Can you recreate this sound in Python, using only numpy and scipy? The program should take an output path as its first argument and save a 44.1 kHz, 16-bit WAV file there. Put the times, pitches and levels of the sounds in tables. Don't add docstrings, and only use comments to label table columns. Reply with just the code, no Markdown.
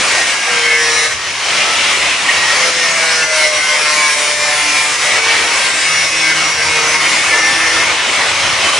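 import sys
import numpy as np
from scipy import signal
from scipy.fft import rfft, irfft, next_fast_len
from scipy.io import wavfile
from scipy.ndimage import uniform_filter1d, map_coordinates

SR = 44100
rng = np.random.default_rng(int(sys.argv[2]) if len(sys.argv) > 2 else 0)


def nominal_scale(level):
    x = np.asarray(level, float) / 20
    return 10 ** x


def dump(signal):
    limited = np.clip(np.atleast_2d(signal).T, -1, 1)
    pcm = np.round(limited * 32767).astype(np.int16)
    wavfile.write(sys.argv[1], SR, pcm)


N = 387638
TIME = np.arange(N) / SR


def level(x, db):
    return x * nominal_scale(db) / np.sqrt(np.mean(x ** 2))


def curves(table):
    s, *columns = np.transpose(table)
    return [np.interp(TIME, s, column) for column in columns]


def colour(x, points):
    hz, db = np.transpose(points)
    size = next_fast_len(N)
    f = np.maximum(np.arange(size // 2 + 1) * SR / size, 1)
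    gain = nominal_scale(np.interp(np.log(f), np.log(hz), db))
    return irfft(rfft(x, size) * gain, size)[:N]


def band(x, low_hz, high_hz):
    sos = signal.butter(2, [low_hz, high_hz], "band", fs=SR, output="sos")
    return signal.sosfiltfilt(sos, x)


def walk(rate):
    hold = int(SR / rate)
    path = np.repeat(rng.standard_normal(N // hold + 1), hold)
    for _ in range(2):
        path = uniform_filter1d(path, hold)
    path = path[:N]
    return path / np.std(path)


def easing():
    # turning point in seconds, change in dB, length in seconds between the half-way points.
    eases = [(0.174, 0.5, 0.032), (0.247, -2.5, 0.036), (0.394, -4, 0.096), (0.61, -0.5, 0.036),
             (0.77, -2, 0.039), (1.09, -4, 0.037), (1.179, -9, 0.11), (1.327, -5.5, 0.2),
             (1.733, -1, 0.028), (2.19, -2.5, 0.12), (2.398, -2.5, 0.023), (2.726, -4, 0.051),
             (2.944, -1, 0.052), (3.076, -0.5, 0.031), (3.273, -5.5, .07), (3.5, -3.5, 0.041),
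             (3.617, -3, 0.11), (3.847, -1, 0.029), (4.158, -3.5, 0.025), (4.357, -3.5, 0.045),
             (4.597, -0.5, 0.051), (4.86, -0.5, 0.068), (4.974, -4, 0.031), (5.217, -4, .06),
             (5.467, -1, 0.055), (5.726, -1.5, 0.069), (6.083, -1, 0.059), (6.337, -3, 0.021),
             (6.554, -3, 0.092), (6.76, 2, 0.04), (6.98, -4.5, 0.034), (7.217, -2.5, 0.091),
             (7.417, -2, 0.042), (7.565, 0, .04), (7.852, -1.5, .04), (7.993, -2, .14),
             (8.343, -1.5, 0.062), (8.56, -1.5, 0.062), (8.65, 1.5, 0.031), (8.715, -3, 0.024)]
    onset = 0.39
    out = np.zeros(N)
    for s, db, length in eases:
        t = (TIME - s) / length
        half = np.where(t < 0, onset, 1 - onset)
        out += db * np.exp(-np.log(2) * (t / half) ** 2)
    return out


def contact():
    # time in seconds, bite in dB, then relative to the bite
    # the board's drumming in dB, the skin's rasp in dB, the dust hiss in dB.
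    course = [(0.0, -12, -7.5, -6.5, -12), (0.35, -12.5, -10, -8.5, -13), (0.7, -14, -10.5, -7, -15.5),
              (1.0, -13, -9, -7, -14), (1.65, -13.5, -9, -5, -13.5), (2.15, -14, -8, -4.5, -11.5),
              (2.6, -11.5, -9, -9, -16), (3.1, -12.5, -11.5, -8, -13), (3.8, -11, -10, -8.5, -16),
              (4.1, -11.5, -10.5, -9, -15.5), (4.45, -11.5, -10.5, -10, -17),
              (4.8, -12.5, -11, -7.5, -12.5), (5.4, -12.5, -8, -6, -13), (5.8, -13, -10.5, -7, -13.5),
              (6.15, -13.5, -11, -7, -14.5), (6.8, -12.5, -8.5, -8.5, -16), (7.2, -12, -8.5, -7.5, -14),
              (7.7, -12.5, -7, -7.5, -16.5), (8.1, -14.5, -6, -4, -12), (8.5, -14.5, -7, -5.5, -14),
              (8.79, -13, -8, -6.5, -13.5)]
    follow = [0.96, 1, 0.72, 1]
    guard_db = -9.5
    drift_db, drift_rate = -0.15, 10
    bite_db, board_db, skin_db, dust_db = curves(course)
    ease_db = easing()
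    part_db = []
    for db, share in zip([board_db, skin_db, guard_db, dust_db], follow):
        part_db.append(db - (1 - share) * ease_db + drift_db * walk(drift_rate))
    return bite_db + ease_db, *part_db


def grit(turns, wear, size=256):
    rim = rng.standard_normal((1700, size))
    for _ in range(2):
        rim = signal.lfilter([wear], [1, wear - 1], rim, axis=0)
    place = (turns + 50) * size
    return level(map_coordinates(rim.ravel(), [place], order=3), 0)


def shifting(x, depth_db, hold_s, width_hz):
    hz, s, cells = signal.stft(x, SR, nperseg=1024)
    grid = np.meshgrid(hz / width_hz, s / hold_s, indexing="ij")
    field = map_coordinates(rng.standard_normal((400, 400)), grid, order=3, mode="wrap")
    return signal.istft(cells * nominal_scale(depth_db * field), SR, nperseg=1024)[1][:N]


def rasp(turns, repeat_db, bite_db, *part_db):
    # frequency in Hz, relative level in dB per Hz.
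    spectrum = [(88, -31), (150, -20), (200, -19.5), (598, -9.5), (812, -9.5), (1060, -5.5), (1610, -6),
                (2180, 0.5), (2390, -3.5), (3550, -11.5), (5460, -10), (7020, -13.5), (10100, -18),
                (11000, -31), (14300, -79), (22000, -120)]
    # frequency in Hz, its gain in dB.
    repeat_tilt = [(150, -5), (2600, -5), (3500, -3), (6500, -1), (7500, 2), (10000, 3)]
    # low edge in Hz, high edge in Hz.
    part_hz = [(120, 1440), (2600, 4170), (4700, 6620), (6800, 9280)]
    share = nominal_scale(repeat_db)
    repeated = share * colour(grit(turns, wear=0.1), repeat_tilt)
    fresh = rng.standard_normal(N)
    drive = colour((fresh + repeated) / np.sqrt(1 + share ** 2), spectrum)
    drive = shifting(drive, depth_db=1.83, hold_s=0.06, width_hz=150)
    parts = [band(drive, low, high) for low, high in part_hz]
    mix = level(drive - sum(parts), -7)
    for part, db in zip(parts, part_db):
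        mix = mix + level(part, db)
    return nominal_scale(bite_db + 0.42 * walk(12)) * mix


def faint_orders(repeat_db, count=280):
    # lowest order, highest order, share of the draws, level in dB.
    groups = [(2, 9, .14, -38), (10, 17, .3, -32), (18, 31, .1, -38), (32, 40, .32, -37),
              (41, 52, .14, -41)]
    shortest_s, longest_s, scatter_db = 0.07, 0.28, 2.5
    low, high, share, group_db = np.transpose(groups)
    when, kind, pick, long, loud = rng.random((count, 5)).T
    load = np.cumsum(nominal_scale(0.7 * repeat_db))
    kind = np.searchsorted(np.cumsum(share) / np.sum(share), kind)
    length = shortest_s + (longest_s - shortest_s) * long ** 2
    start = np.interp(when, load / load[-1], TIME) - length / 2
    order = (low[kind] + np.floor(pick * (high - low + 1)[kind])).astype(int)
    db = group_db[kind] + scatter_db * (2 * loud - 1)
    return list(zip(start, length, order, db))


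def whine(turns, rows):
    gear_ratio = 3.44
    fading_db, fading_rate = 2.5, 14
    flutter_db = easing()
    out = nominal_scale(-41 + flutter_db + 3.9 * walk(4.6)) * np.sin(2 * np.pi * gear_ratio * turns)
    chance, phase = rng.random((len(rows), 2)), rng.random(64)
    waver, fading = walk(65), walk(fading_rate)
    for (s, length, order, db), lag in zip(rows, chance):
        span = slice(max(int((s - 0.04) * SR), 0), int((s + length + 0.076) * SR))
        at = np.arange(N)[span]
        corners = [s - 0.04, s + 0.02, s + length - 0.03, s + length + 0.089]
        edge = np.interp(TIME[span], corners, [0, 1, 1, 0])
        swell, slip = (waver[(at + int(a * N)) % N] for a in lag)
        fade = fading[(at + int(lag[0] * N)) % N]
        rough = min(order / 12, 1)
        cycles = order * turns[span] + phase[order] + 0.1 * rough * slip
        tone_db = db + flutter_db[span] + rough * (fading_db * fade + 2.5 * swell)
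        out[span] += edge * nominal_scale(tone_db) * np.sin(2 * np.pi * cycles)
    return np.sqrt(2) * out


def catches():
    # start in seconds, peak before onset and decay in dB, ring in Hz, 60 dB decay in seconds.
    rings = [(2.285, -2, 1873, 0.11), (2.291, -8, 2080, 0.074)]
    out = np.zeros(N)
    for s, db, hz, t60 in rings:
        t = np.maximum(TIME - s, 0)
        envelope = (1 - np.exp(-t / 0.0022)) * np.exp(-np.log(1000) * t / t60)
        out += nominal_scale(db) * envelope * np.sin(2 * np.pi * hz * t)
    return out


def room(x, t60):
    # frequency in Hz, gain in dB.
    width = [(60, -2.5), (110, -17.5), (190, -9), (340, -9), (610, -12.5), (1080, -13.5), (1940, -10),
             (3450, -8), (5000, -7), (5800, -3), (6800, -6.5), (11000, -0.5)]
    t = TIME[:SR]
    tail = rng.standard_normal(len(t)) * np.exp(-np.log(1000) * t / t60)
    echoes = signal.fftconvolve(x, tail / np.linalg.norm(tail))[:N]
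    return colour(echoes, width)


def buffet():
    # time in seconds, level in dB before the gusts.
    course = [(0.0, -41), (0.44, -47), (0.9, -40.5), (1.6, -42), (2.1, -39.5), (3.0, -46), (4.5, -42.5),
              (5.2, -40.5), (6.0, -42.5), (7.3, -43), (7.9, -33.5), (8.03, -43), (8.37, -36), (8.49, -29.5),
              (8.57, -40.5), (8.79, -38.5)]
    # frequency in Hz, relative level in dB per Hz.
    spectrum = [(15, -35), (30, -18), (50, -11), (75, 3), (110, 1), (200, -14), (400, -41)]
    gusts_db, gusts_rate = 2.2, 9
    gust = nominal_scale(curves(course)[0] + gusts_db * walk(gusts_rate))
    return np.array([gust * level(colour(rng.standard_normal(N), spectrum), 0) for _ in range(2)])


def scene():
    # time in seconds, turns per second in Hz, repeating grit over fresh rasp in dB.
    spin = [(0.0, 172.3, -11), (0.2, 170.3, -10), (0.62, 157.1, -11), (0.8, 155.7, 2), (1.1, 155.5, 3),
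            (1.22, 156.0, -12), (1.75, 165.3, -14), (2.4, 172.1, -9), (2.62, 170.6, -5), (3.15, 161.0, -2),
            (3.5, 152.9, 1), (3.72, 150.9, 2), (3.92, 152.0, 3), (4.22, 148.8, 3), (5.05, 149.0, -1),
            (5.3, 152.3, -11), (5.62, 158.4, -3), (5.9, 157.4, 0), (6.35, 158.5, -5), (6.85, 154.2, -2),
            (7.08, 155.0, -3), (7.4, 160.8, -5), (7.7, 163.0, -1), (8.0, 165.0, -15), (8.25, 167.3, -10),
            (8.55, 159.8, -14), (8.79, 162.7, -6)]
    # start in seconds, length in seconds, order, rms level in dB before flutter and fading.
    singing = [(0.124, 0.12, 11, -16.5), (0.3, 0.51, 10, -25), (0.486, 0.6, 3, -26.5),
               (0.524, 0.41, 14, -19.5), (0.98, 0.15, 14, -24), (0.585, 0.11, 20, -20.5),
               (0.588, 0.45, 11, -24.5), (0.65, 0.22, 13, -21), (0.744, 0.51, 12, -22.5),
               (0.73, 0.24, 35, -27.5), (0.748, 0.23, 37, -27), (0.63, 0.42, 16, -32),
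               (0.972, 0.12, 26, -26), (0.97, 0.17, 38, -29.5), (0.97, 0.13, 13, -25), (2.65, 0.5, 32, -29),
               (3.15, 0.34, 35, -27.5), (5.85, 0.45, 34, -28), (6.21, 0.19, 10, -29), (7.03, 0.17, 12, -28),
               (7.35, 0.14, 35, -29), (8.53, 0.28, 4, -31.5), (1.757, 0.15, 14, -21), (2.27, 0.26, 11, -22),
               (0.76, 0.083, 7, -23.5), (1.63, 0.14, 8, -26), (2.57, 0.31, 3, -30.5), (2.845, 0.38, 4, -30),
               (2.8, 0.22, 11, -23), (3.05, 0.21, 11, -22.5), (2.956, 0.14, 14, -22), (2.97, 0.11, 10, -24),
               (3.098, 0.4, 10, -26.5), (3.61, 0.11, 10, -22.5), (2.997, 0.27, 9, -25),
               (3.217, 0.24, 13, -19), (3.25, 0.33, 38, -27), (3.293, 0.24, 4, -21.5),
               (3.366, 0.26, 14, -22), (3.682, 0.24, 14, -21), (3.675, 0.38, 4, -30), (4.158, 0.38, 4, -28),
               (3.73, 0.45, 6, -31), (3.79, 1.1, 16, -26), (3.97, 0.36, 15, -22), (3.85, 0.34, 7, -26),
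               (4.0, 0.14, 11, -23.5), (4.2, 0.61, 7, -32), (4.294, 0.25, 12, -26), (4.42, 0.22, 14, -21),
               (4.475, 0.77, 5, -31.5), (4.776, 0.37, 13, -24.5), (4.766, 0.6, 15, -28),
               (5.19, 0.31, 3, -32), (5.233, 0.34, 6, -30), (5.25, 0.27, 15, -27), (5.57, 0.46, 17, -29),
               (6.45, 0.26, 36, -27.5), (6.652, 0.6, 6, -30), (6.87, 0.35, 15, -30), (2.752, 0.58, 1, -46),
               (5.27, 0.11, 12, -21), (5.528, 0.38, 10, -29.5), (5.83, 1.35, 1, -41.5),
               (5.857, 0.55, 13, -30), (5.93, 0.42, 11, -27), (5.85, 0.3, 14, -27.5),
               (5.93, 0.29, 36, -27.5), (6.25, 0.4, 14, -22.5), (6.276, 0.22, 2, -36),
               (6.485, 0.42, 3, -34.5), (6.702, 0.1, 14, -16.5), (6.778, 0.17, 39, -25.5),
               (6.95, 0.28, 14, -21), (7.31, 0.47, 11, -19), (7.315, 0.14, 13, -26), (7.408, 0.5, 2, -35),
               (7.578, 0.26, 16, -25.5), (7.6, 0.25, 13, -20.5), (8.64, 0.09, 19, -20)]
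    # frequency in Hz, difference in dB.
    lean = [(60, 0.5), (110, 0), (190, 0.5), (340, 0.5), (610, 0), (1080, 0.5), (1940, 0), (3450, 1.5),
            (6160, 1.5), (11000, 1.5)]
    hz, repeat_db = curves(spin)
    bite_db, *part_db = contact()
    turns = np.cumsum(hz) / SR
    noisy = rasp(turns, repeat_db, bite_db, *part_db)
    tonal = whine(turns, singing + faint_orders(repeat_db)) + catches()
    side = room(noisy + nominal_scale(-7.0) * tonal, t60=0.3)
    left, right = np.array([noisy + tonal + side, noisy + tonal - side]) + buffet()
    half_lean = np.array(lean) * [1, 0.5]
    return np.array([colour(left, half_lean), colour(right, half_lean * [1, -1])])


def roll_off(x):
    return signal.sosfilt(signal.butter(12, 11590, fs=SR, output="sos"), x)


def record(dry):
    # frequency in Hz, gain in dB.
    top = [(10370, 0), (10430, -90)]
    rounded = 1.55 * np.tanh(dry / 1.593)
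    mix = np.array([colour(port, top) for port in rounded])
    return roll_off(np.clip(mix, -1, 1))


dry = scene()
out = record(dry)
dump(out)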